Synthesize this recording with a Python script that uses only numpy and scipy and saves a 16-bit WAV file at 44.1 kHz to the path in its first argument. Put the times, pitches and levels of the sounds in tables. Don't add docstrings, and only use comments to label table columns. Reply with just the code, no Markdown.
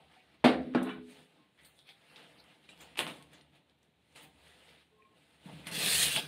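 import sys
import numpy as np
from scipy import signal
from scipy.io import wavfile
from scipy.ndimage import uniform_filter1d

SR = 44100
rng = np.random.default_rng(int(sys.argv[2]) if len(sys.argv) > 2 else 0)


def elevation(decibels):
    levels = np.asarray(decibels, float)
    return 10 ** (levels / 20)


def master(y):
    cut = np.clip(np.atleast_2d(y).T, -1, 1)
    pcm = np.round(cut * 32767)
    wavfile.write(sys.argv[1], SR, pcm.astype(np.int16))


N = 276507


def evened(x):
    return x / np.sqrt(np.mean(x ** 2) + 1e-20)


def read(points, hz):
    f, value = np.transpose(points)
    return np.interp(np.log(hz + 1), np.log(f + 1), value)


def along(rows):
    s, *columns = np.transpose(rows)
    return [np.interp(np.arange(N) / SR, s, c) for c in columns]


def during(rows):
    t = np.arange(N) / SR
    return elevation(np.array(along(rows))) * (t >= rows[0][0]) * (t <= rows[-1][0])


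def add(mix, s, sound):
    part = mix[round(s * SR):][:len(sound)]
    part += sound[:len(part)]


def causal(points, size=2048):
    log_gain = np.log(elevation(read(points, abs(np.fft.fftfreq(2 * size, 1 / SR)))))
    return np.fft.ifft(np.exp(np.conj(signal.hilbert(log_gain)))).real[:size]


def coloured(x, points):
    return signal.oaconvolve(x, causal(points))[:len(x)]


def resonate(x, hz, width_hz):
    r = np.exp(-np.pi * width_hz / SR)
    return signal.lfilter([1 - r * r, 0, r * r - 1], [1, -2 * r * np.cos(2 * np.pi * hz / SR), r * r], x) / 2


def follow(x, hz, width_hz):
    turn = np.exp(2j * np.pi * np.cumsum(hz) / SR)
    r = np.exp(-np.pi * width_hz / SR)
    return 2 * (turn * signal.lfilter([1 - r], [1, -r], x / turn)).real


def swell(u, rise, fall):
    return -10 * np.where(u < 0, -u / np.maximum(rise, 1e-3), u / np.maximum(fall, 1e-3))


def strokes(rows, extra_db=0):
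    s, db, rise, fall = np.transpose(rows)[:4, :, None]
    at = np.arange(0, N + 64, 64)
    level_db = db + extra_db + swell(at / SR - s, rise, fall)
    return np.interp(np.arange(N), at, np.linalg.norm(elevation(level_db), axis=0))


def dying_tones(rows):
    t, out = np.arange(2 * SR // 3) / SR, np.zeros(N)
    for s, db, hz, t60 in rows:
        onset = 1 - np.exp(-t * hz / 0.19)
        add(out, s, elevation(db - 60 * t / t60) * np.sin(2 * np.pi * hz * t) * onset)
    return out


# f/Hz, density/dB per Hz
AIR = [(29, -47), (50, -16.5), (108, -4.5), (154, 0.5), (592, -10.5), (735, -10), (1220, -18.5),
       (2620, -15), (3950, -16.5), (4900, -32), (6380, -33), (9140, -34), (15500, -38.5)]
# peak t/s, peak level/dB, rise/s, fall/s
SHUDDERS = [(0.0, -73, 0.088, 0.13), (.5, -55, 0.025, 0.2), (.63, -58, 0.12, 0.096), (.77, -64.5, .08, .03),
            (1.17, -77, .04, .05), (.98, -70, 0.094, 0.15), (1.66, -75.5, 0.056, 0.085),
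            (2.06, -80.5, 0.055, 0.071), (2.46, -76.5, 0.098, 0.093), (3.05, -67, 0.22, 0.065),
            (3.28, -76, .07, 0.37), (4.42, -74.5, 0.36, 0.38), (5.55, -65.5, 0.15, 0.34),
            (6.03, -53.5, 0.11, 0.11)]


def air():
    hush = coloured(rng.standard_normal(N), AIR)
    drone = resonate(resonate(rng.standard_normal(N), 73, 11), 73, 13)
    return elevation(-73.5) * evened(hush) + (elevation(-99) + strokes(SHUDDERS)) * evened(drone)


# f/Hz, t60/s
WALLS = [(120, 0.85), (330, 0.63), (870, 0.28), (2300, 0.31), (5000, 0.08), (9000, 0.14), (15000, 0.062)]


def room(x):
    taps = np.zeros(SR)
    at = np.arange(200, SR - 20, 20)
    taps[at + rng.integers(0, 20, len(at))] = rng.choice([-1., 1.], len(at))
    hz, t, z = signal.stft(taps, SR, nperseg=512)
    decay = elevation(-60 * t / read(WALLS, hz)[:, None])
    tail = signal.istft(z * decay, SR, nperseg=512)[1][200:]
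    delayed = np.pad(tail / np.linalg.norm(tail), (120, 0))
    return signal.fftconvolve(x, delayed)[:N]


# f/Hz, gain/dB
MIC = [(30, -43.5), (95, -22), (150, 4), (1200, 7), (3500, 1), (4300, -4), (5800, -5.5), (7500, -6.5),
       (9200, -0.5), (11000, -11), (15000, -16.5)]


def heard(x):
    return coloured(x, MIC)


def puff():
    out, u = np.zeros(N), np.arange(SR // 8) / SR / 0.0065
    add(out, 0.441, elevation(-40) * u * (2 - u) * np.exp(-u))
    return out


# t/s, upper tone level/dB, lower tone level/dB
SING = [
    (4.898, -100, -97.5),
    (4.93, -87.5, -72),
    (4.97, -87, -76.5),
    (5.004, -66.5, -78.5),
    (5.032, -83, -70),
    (5.058, -67, -96),
    (5.104, -84, -82),
    (5.138, -74.5, -81.5),
    (5.17, -94.5, -92),
]


def singing():
    t = np.arange(N) / SR
    on = (t > SING[0][0]) & (t < SING[-1][0])
    waver = 1 + 0.002 * evened(uniform_filter1d(rng.standard_normal((2, N)), size=1500))
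    out = np.zeros(N)
    for db, hz, w in zip(along(SING), (1070, 430), waver):
        out += elevation(db + 6) * on * np.sin(2 * np.pi * hz * np.cumsum(w) / SR)
    return out


# t/s, peak level/dB, f/Hz, t60/s
BUMPS = [(2.987, -39, 370, 0.035), (4.232, -60.5, 145, 0.083), (5.457, -41, 170.6, 0.11),
         (5.534, -40.5, 160.3, 0.11), (5.596, -46, 165, 0.067), (5.665, -40.5, 164, 0.056),
         (5.715, -41.5, 175, 0.083), (5.825, -45, 175, .12), (5.86, -41, 180, 0.16),
         (5.775, -37, 175, 0.088), (5.919, -49, 165, 0.088), (6.066, -46, 149, .12),
         (6.155, -40, 148, 0.14), (6.215, -51, 160, .12)]


def bumps():
    return dying_tones(BUMPS)


# t/s, peak level/dB, f/Hz, t60/s
PINGS = [(.02, -67, 773, 0.18), (.165, -62.5, 746.5, 0.1), (1.384, -79, 1067, 0.36),
         (1.885, -70.5, 792, 0.27), (2.69, -49.5, 2400, 0.05), (2.69, -54.5, 3800, 0.067),
         (2.81, -54, 7100, 0.12), (3.2, -68, 1088, 0.35), (3.417, -69, 9090, 0.088),
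         (4.25, -69.5, 770, 0.28), (5.022, -62.5, 2400, 0.053), (5.05, -70, 2340, .06),
         (5.019, -70.5, 2550, 0.06), (5.021, -70, 1890, 0.051), (6.156, -26, 3350, 0.026),
         (6.163, -16, 2850, 0.0079), (0.894, -48, 2960, 0.19), (.908, -50.5, 2335, 0.15),
         (2.988, -55, 124.8, 0.47), (.445, -26.5, 513, .24), (.444, -32, 667, .2), (0.72, -48.5, 269, 1.24),
         (.75, -39.5, 244, 0.16), (.82, -44, 420, 0.57), (.749, -43, 1430, 0.2), (.749, -45, 1306, 0.18),
         (.749, -43, 768, 0.22), (.749, -48, 1162, 0.22), (.75, -40.5, 330, 0.31), (2.495, -68, 2900, .08),
         (2.8, -56, 3300, .1), (2.1, -60, 2700, .08), (.75, -27.5, 318, .12), (.815, -37, 330, 0.089),
         (0.751, -44, 1080, 0.18), (2.69, -65, 4000, .1)]


def pings():
    return dying_tones(PINGS)


def patches(x, patchy_db):
    _, _, z = signal.stft(x, nperseg=256)
    field = uniform_filter1d(rng.standard_normal(z.shape), size=4, axis=0)
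    field = uniform_filter1d(field, size=10, axis=1)
    return signal.istft(z * elevation(patchy_db * evened(field)), nperseg=256)[1][:N]


def stick_slip():
    slips = elevation(4.0 * np.minimum(rng.exponential(1, N), 2.6)) * rng.standard_normal(N)
    slips *= elevation(0.6 * evened(uniform_filter1d(rng.standard_normal(N), size=130)))
    return patches(slips + 0.36 * room(slips), patchy_db=1.5)


def shaken(slips, spectrum):
    return evened(heard(coloured(slips, spectrum)))


# peak t/s, peak level/dB, rise/s, fall/s
LEANS = [(0.0, -58.5, .05, 0.052), (.35, -70.5, 0.022, 0.036), (1.4, -74, 0.1, 0.096),
         (2.35, -69.5, 0.11, 0.17), (2.72, -71, 0.022, 0.33), (3.01, -63, 0.015, 0.079),
         (3.095, -51.5, 0.084, 0.067), (3.19, -64.5, 0.042, 0.2), (3.6, -77.5, 0.2, 0.058),
         (4.25, -69, 0.032, 0.14), (5.13, -76, 0.064, 0.081), (5.48, -57, 0.023, 0.37),
         (6.168, -44.5, 0.0092, 0.025)]


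def leaning(body, rumble):
    return strokes(LEANS) * (rumble + elevation(-9) * body)


# peak t/s, peak level/dB, rise/s, fall/s, f/Hz
SCUFFS = [(0.78, -36, 0.0024, 0.0041, 1550), (1.59, -68.5, 0.008, 0.06, 2000),
          (1.655, -65.5, .015, 0.038, 4300), (1.89, -61, .02, 0.039, 2450),
          (1.875, -65, 0.014, 0.018, 3500), (.835, -72, .003, 0.022, 14500),
          (1.655, -62, 0.012, 0.032, 8900), (1.66, -65.5, .01, 0.032, 13500),
          (1.8, -62, 0.019, 0.037, 3430), (1.875, -72, 0.016, 0.027, 9100),
          (1.901, -55, 0.021, 0.035, 3250), (2.405, -78, .004, 0.018, 10900),
          (2.405, -85, 0.0025, .02, 2160), (2.505, -70, 0.0097, 0.01, 2620), (2.695, -67, .003, 0.02, 7700),
          (2.73, -64.5, .02, 0.022, 2700), (2.785, -73.5, .006, 0.048, 11000),
          (2.812, -65, .005, 0.031, 13500), (2.815, -62.5, 0.0099, 0.026, 7100),
          (2.825, -66, 0.017, .03, 760), (3.01, -45.5, .003, .05, 4250), (3.008, -50, .004, 0.013, 900),
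          (3.345, -69.5, .01, 0.024, 7200), (6.166, -31.5, 0.0073, 0.016, 3060),
          (5.93, -44, .06, .04, 4150), (5.89, -40, 0.03, 0.033, 3600), (5.76, -53.5, 0.066, 0.11, 2080),
          (2.4, -60, .03, 0.029, 4100), (2.1, -62, 0.009, 0.036, 3700), (6.165, -43, 0.0056, 0.018, 730),
          (6.163, -34.5, .004, 0.0067, 8500), (4.17, -68, 0.011, 0.033, 7900),
          (4.215, -62.5, 0.0096, 0.0081, 2770), (4.23, -67.5, 0.0089, 0.024, 9000),
          (4.235, -65, 0.022, 0.032, 13700)]


def scuffs(slips):
    out, u = np.zeros(N), np.arange(-SR // 8, SR // 8) / SR
    for s, db, rise, fall, hz in SCUFFS:
        part = slips[round(s * SR) - SR // 8:][:len(u)]
        width_hz = hz / 3.6
        part = evened(resonate(resonate(part, hz, width_hz), hz, width_hz))
        add(out, s + u[0], part * elevation(db + swell(u, rise, fall))[:len(part)])
    return out


# f/Hz, density/dB per Hz
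RUB = [(900, -28), (1400, -4), (2000, 2), (3000, 5), (4200, 6.5), (5500, -4.5), (7000, -29.5)]
# peak t/s, peak level/dB, rise/s, fall/s, grit level/dB re peak
HAND_STROKES = [(0.0, -69, .05, 0.18, -13.5), (.13, -65.5, 0.061, 0.24, -14), (.35, -68, 0.057, 0.025, -17),
                (.41, -72.5, 0.021, 0.13, -27.5), (0.621, -66, 0.052, 0.37, -14.5),
                (0.831, -73.5, 0.001, 0.032, 15), (1.11, -61, 0.046, 0.11, -6),
                (1.21, -63.5, 0.13, 0.044, -10.5), (1.59, -68, 0.013, 0.074, -31),
                (1.66, -66.5, 0.054, .07, -1.5), (1.79, -70.5, 0.075, 0.056, -3), (1.9, -63, 0.031, 0.043, -5.5),
                (2.121, -63, 0.15, 0.53, -10.5), (2.168, -58, 0.0091, 0.14, -15.5),
                (2.52, -67.5, 0.22, 0.048, -14), (2.648, -68, .02, 0.037, -13), (2.697, -61, 0.013, 0.08, -10),
                (2.82, -56.5, 0.029, 0.082, -12.5), (2.933, -69.5, .08, 0.026, -8.5),
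                (2.997, -37, 0.0023, 0.052, -10), (3.08, -45, .005, 0.025, -16), (3.11, -54.5, 0.084, 0.1, -9),
                (3.337, -60, 0.026, 0.075, -13), (3.56, -67, 0.039, 0.043, -11.5), (3.7, -75.5, .035, .04, -10),
                (3.84, -76, 0.031, 0.059, -9),
                (1.38, -72.5, 0.26, 0.16, -13), (4.162, -54.5, 0.0061, 0.072, -8.5),
           (4.247, -62, 0.11, 0.031, -7), (4.48, -62.5, 0.13, 0.22, -9), (4.701, -63, 0.15, 0.093, -10),
           (4.817, -66.5, 0.18, 0.021, -20.5), (5.018, -87, 0.0024, 0.045, -31),
           (5.17, -72, 0.026, 0.36, -9), (5.359, -71.5, 0.22, 0.029, -8.5), (5.463, -60, 0.043, 1, -9.5),
           (5.64, -71, 0.51, 0.018, -9)]


def hand_strokes(slips, grit, body, rumble):
    hands = np.array(HAND_STROKES)
    rub = shaken(slips, RUB) + elevation(-5) * body + elevation(-10) * rumble
    scrape = evened(grit + 0.36 * resonate(grit, 8800, 3500))
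    return strokes(hands) * rub + strokes(hands, hands[:, -1:]) * scrape


# f/Hz, density/dB per Hz
PAPER = [(600, -55), (1100, -11), (1550, -6.5), (1880, -7), (2250, 1.5), (3700, 5.5), (4500, 8.5),
         (5800, 5.5), (7000, -8)]
# t/s, then four pitches f/Hz
SHEET = [
    (5.66, 1900, 2760, 3300, 4200),
    (5.78, 1900, 2600, 3520, 4160),
    (5.86, 1810, 2530, 3470, 4150),
    (5.94, 1880, 2600, 3600, 4160),
    (5.99, 1750, 3180, 3700, 4170),
    (6.03, 1880, 3250, 3810, 4070),
    (6.07, 1830, 2980, 3600, 4200),
    (6.13, 1650, 2720, 3320, 3830),
    (6.27, 1590, 2430, 3240, 3850),
]
# t/s, speed level/dB, weight level/dB
DRAG = [(5.655, -58, -88), (5.672, -49.5, -72), (5.705, -58, -65), (5.72, -44, -59), (5.75, -38.5, -56),
        (5.78, -37.5, -54), (5.83, -34, -49), (5.87, -33, -48.5), (5.95, -30, -52), (5.99, -31, -51.5),
        (6.03, -29.5, -49.5), (6.06, -32, -49.5), (6.085, -34.5, -50), (6.105, -37.5, -51),
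        (6.13, -34.5, -61), (6.15, -36.5, -55), (6.198, -39, -48.5), (6.206, -42.5, -55.5),
        (6.27, -51, -59)]


def sheet_drag(slips, grit, body, rumble):
    paper = shaken(slips, PAPER)
    modes = zip((2.3, 1.5, 1.5, 1.3), along(SHEET))
    paper = evened(paper + sum(g * follow(paper, hz, 160) for g, hz in modes))
    speed, weight = during(DRAG)
    fast_db = -32
    grit_gain = elevation(fast_db - 0.5) * (speed / elevation(fast_db)) ** 1.59
    hum = evened(resonate(body, 416.3, 9.3))
    return speed * paper + grit_gain * grit + weight * (rumble + elevation(-1) * body + elevation(-3.5) * hum)


# f/Hz, density/dB per Hz
SLIDE = [(500, -54), (1000, -7), (1450, -0.5), (1900, -2.5), (2350, -4), (2700, -4.5), (3050, -7.5),
         (3900, -2), (4800, -21.5)]
# f/Hz, width/Hz, level/dB
SKID_RINGS = [(1064, 55, 1), (1462, 35, -0.5)]
# t/s, speed level/dB, weight level/dB
SKID = [(.6, -83, -100), (.74, -68, -100), (.79, -46.5, -90), (.82, -53, -60), (.85, -52, -54),
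        (.875, -48, -50.5), (.896, -43.5, -54), (.918, -47.5, -56), (.96, -56.5, -62), (.986, -61, -62),
        (1.05, -81, -92)]


def skid(slips, body, rumble):
    slide = shaken(slips, SLIDE)
    rings = sum(elevation(db) * evened(resonate(slide, hz, w)) / 2 for hz, w, db in SKID_RINGS)
    speed, weight = during(SKID)
    return speed * evened(slide + rings) + weight * (body + elevation(-8) * rumble)


# f/Hz, density/dB per Hz
GRIT = [(4500, -29), (6500, -3.5), (10000, -2.5), (16000, 0)]
# f/Hz, density/dB per Hz
BODY = [(250, -23.5), (380, 5.5), (800, 6), (1300, -4), (1900, -31.5)]
# f/Hz, density/dB per Hz
RUMBLE = [(70, -23), (110, 10), (165, 0), (230, -5), (320, -3.5), (430, -44)]


def rubbing():
    slips = stick_slip()
    grit, body, rumble = [shaken(slips, s) for s in (GRIT, BODY, RUMBLE)]
    out = leaning(body, rumble) + scuffs(slips)
    out += hand_strokes(slips, grit, body, rumble)
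    out += sheet_drag(slips, grit, body, rumble)
    return out + skid(slips, body, rumble)


def tick(db, low_db, high_db, hz, low_hz, length):
    t = np.arange(SR // 8) / SR
    rattle = 0.21 * rng.standard_normal(len(t)) * np.exp(-t / max(length, .001))
    rattle += np.exp(-t / .00008)
    parts = [resonate(resonate(rattle, f, w), f, w) for f, w in ((hz, 2700), (low_hz, 1500))]
    high = resonate(resonate(rattle, 10000, 8700), 10000, 8700)
    parts.append(resonate(high, 18000, 9000))
    return elevation(db) * sum(elevation(g) * p / abs(p).max() for g, p in zip((0, low_db, high_db), parts))


TICK_LAG_S = .0018
# t/s, peak level/dB, high part level/dB,
# centre f/Hz
TICKS = [(0.151, -54, -21, 3720), (0.4402, -28.5, -10, 2980), (0.4455, -32, -6, 3500),
         (0.4556, -30.5, -19, 3170), (0.737, -45, -43, 1500), (0.7463, -34, -36, 1760),
         (0.8272, -44.5, 9, 6000), (1.576, -61, -17, 2020), (1.633, -61.5, 11, 8960),
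         (1.647, -49, 4.5, 3980), (1.7888, -46, -32, 3900), (1.8883, -43.5, -12, 3040),
         (2.158, -39.5, -22, 3300), (2.162, -51, -20, 3920), (2.401, -57.5, 2, 1980),
         (2.4388, -50.5, -3, 4200), (2.5, -55, -25, 2590), (2.6885, -43.5, -34, 2700),
         (2.775, -49.5, -7, 3800), (2.804, -46, -5, 7050), (2.8072, -49.5, -23, 2210),
         (3.223, -48, 4, 3460), (3.331, -49.5, 5.5, 2100), (3.409, -49, -17.5, 3820),
         (3.5324, -60, -34, 2650), (3.6955, -54, -21.5, 3810), (3.787, -70.5, 7.5, 4500),
         (3.8287, -52.5, -2, 6940), (4.124, -57, -7, 6800), (4.15, -50, -4.5, 3000),
         (4.158, -45.5, -3.5, 2540), (4.6896, -49, -30, 2340), (5.664, -46, -25, 2600),
         (5.6672, -33, 3, 2200), (5.679, -39, 0, 2400), (5.7125, -41, 10, 2960), (5.781, -28, -6, 3300),
         (5.817, -34, -6, 3300), (6.027, -23.5, -1, 3540)]


def ticks():
    out = np.zeros(N)
    for s, db, high_db, hz in TICKS:
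        length_s = 0.0043 * elevation(db + 46.5)
        add(out, s + TICK_LAG_S, tick(db, -22, high_db, hz, 877, length_s))
    return out


# t/s, peak level/dB, low part level/dB, high part level/dB, rattle length/s
CLATTER = [(2.955, -40, -11.5, -24, 0.0023), (2.958, -46, -7.5, -15, .002), (2.969, -41.5, -13, -10, .003),
           (2.972, -30, -14.5, -2.5, 0.018), (2.977, -34.5, -10.5, -13, .005), (2.983, -38, -5, 11, 0.008),
           (2.988, -42, -1, 19.5, 0.02), (2.9896, -13, -20, -34, 0.00084), (2.993, -42.5, -0.5, -19, 0.011),
           (3.0064, -27.5, -4.5, -19, 0.002), (3.0655, -27, -9.5, -25, 0.001),
           (3.073, -34, -12.5, -4, 0.013), (3.097, -36, -8, -15, 0.011)]


def clatter():
    out = np.zeros(N)
    for s, db, low_db, high_db, length in CLATTER:
        add(out, s + TICK_LAG_S, tick(db, low_db, high_db, 2600, 990, length))
    return out


# f/Hz, level/dB, t60/s
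SHELL = [(191.6, -11, 0.33), (251.3, 2, .24), (271, -13.5, 0.55), (312, -13, .3), (819, -14, .2),
         (415.5, -17.5, 0.48), (428, -12.5, 0.43), (487, -15, .17), (517, -14.5, 0.2), (559, -12, 0.13),
         (639, -11.5, .14), (672.6, -9, 0.082), (774, -7, 0.21), (875, -16.5, 0.1)]
# f/Hz, gain/dB
CONTACT = [(90, -38), (200, -5.5), (420, -5.5), (720, 1.5), (950, -11.5), (1500, -10.5), (2500, -12),
           (4500, -10.5), (6000, -30.5), (9000, -28), (15000, -34)]
# t/s, level/dB, slap level/dB re blow, dullness/dB per octave, slap length/s
BLOWS = [(0.4414, -16, 0, 1, 0.016), (0.4435, -9, -1.5, 3.5, 0.037), (0.4487, -31, -0.5, -6, .035),
         (0.452, -28.5, 8, 3, 0.044), (0.4565, -13.5, -3, 2.5, 0.031), (0.467, -25, -10, 1, 0.038),
         (0.478, -27, -8, 3, 0.038), (0.487, -23, -11, -2.5, .035), (0.501, -26, -13, -1, .04),
         (0.7476, -26, -1, 2.5, 0.0099), (0.7495, -14, -13, 5, 0.016), (.758, -30, -5, -4, .015),
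         (0.763, -24, -27, 18, .035), (0.818, -25.5, -30, 3, .035)]


def sprayer():
    t, shell, slap = np.arange(SR // 2) / SR, np.zeros(N), np.zeros(N)
    give = 1 - np.exp(-t / 0.00045)
    for s, db, slap_db, dull_db, length in BLOWS:
        ring = np.zeros(len(t))
        for hz, mode_db, t60 in SHELL:
            level_db = mode_db - dull_db * np.log2(hz / 250) - 60 * t / t60
            ring += elevation(level_db) * np.sin(2 * np.pi * hz * t)
        add(shell, s, -elevation(db - 10.0) * ring * give)
        burst = rng.standard_normal(len(t)) * np.exp(-t / max(length, .003))
        add(slap, s, elevation(db + slap_db) * burst)
    return shell, coloured(slap, CONTACT)


def scene():
    shell, slap = sprayer()
    click = ticks() + clatter()
    bump = bumps() + pings()
    wet = room(elevation(-15) * shell + elevation(-9.0) * slap + elevation(-8.0) * click + elevation(-13.0) * bump)
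    knocks = heard(shell + slap + click + bump + wet)
    return (knocks + rubbing() + singing() + puff() + air())[None]


def roll_off(x):
    return signal.sosfilt(signal.butter(12, 16440, fs=SR, output="sos"), x)


def record(dry):
    low_pass = signal.firwin(511, 15680, window=("kaiser", 9), fs=SR)
    limited = signal.oaconvolve(dry, low_pass[None], "same")
    return roll_off(limited)


dry = scene()
out = record(dry)
master(out)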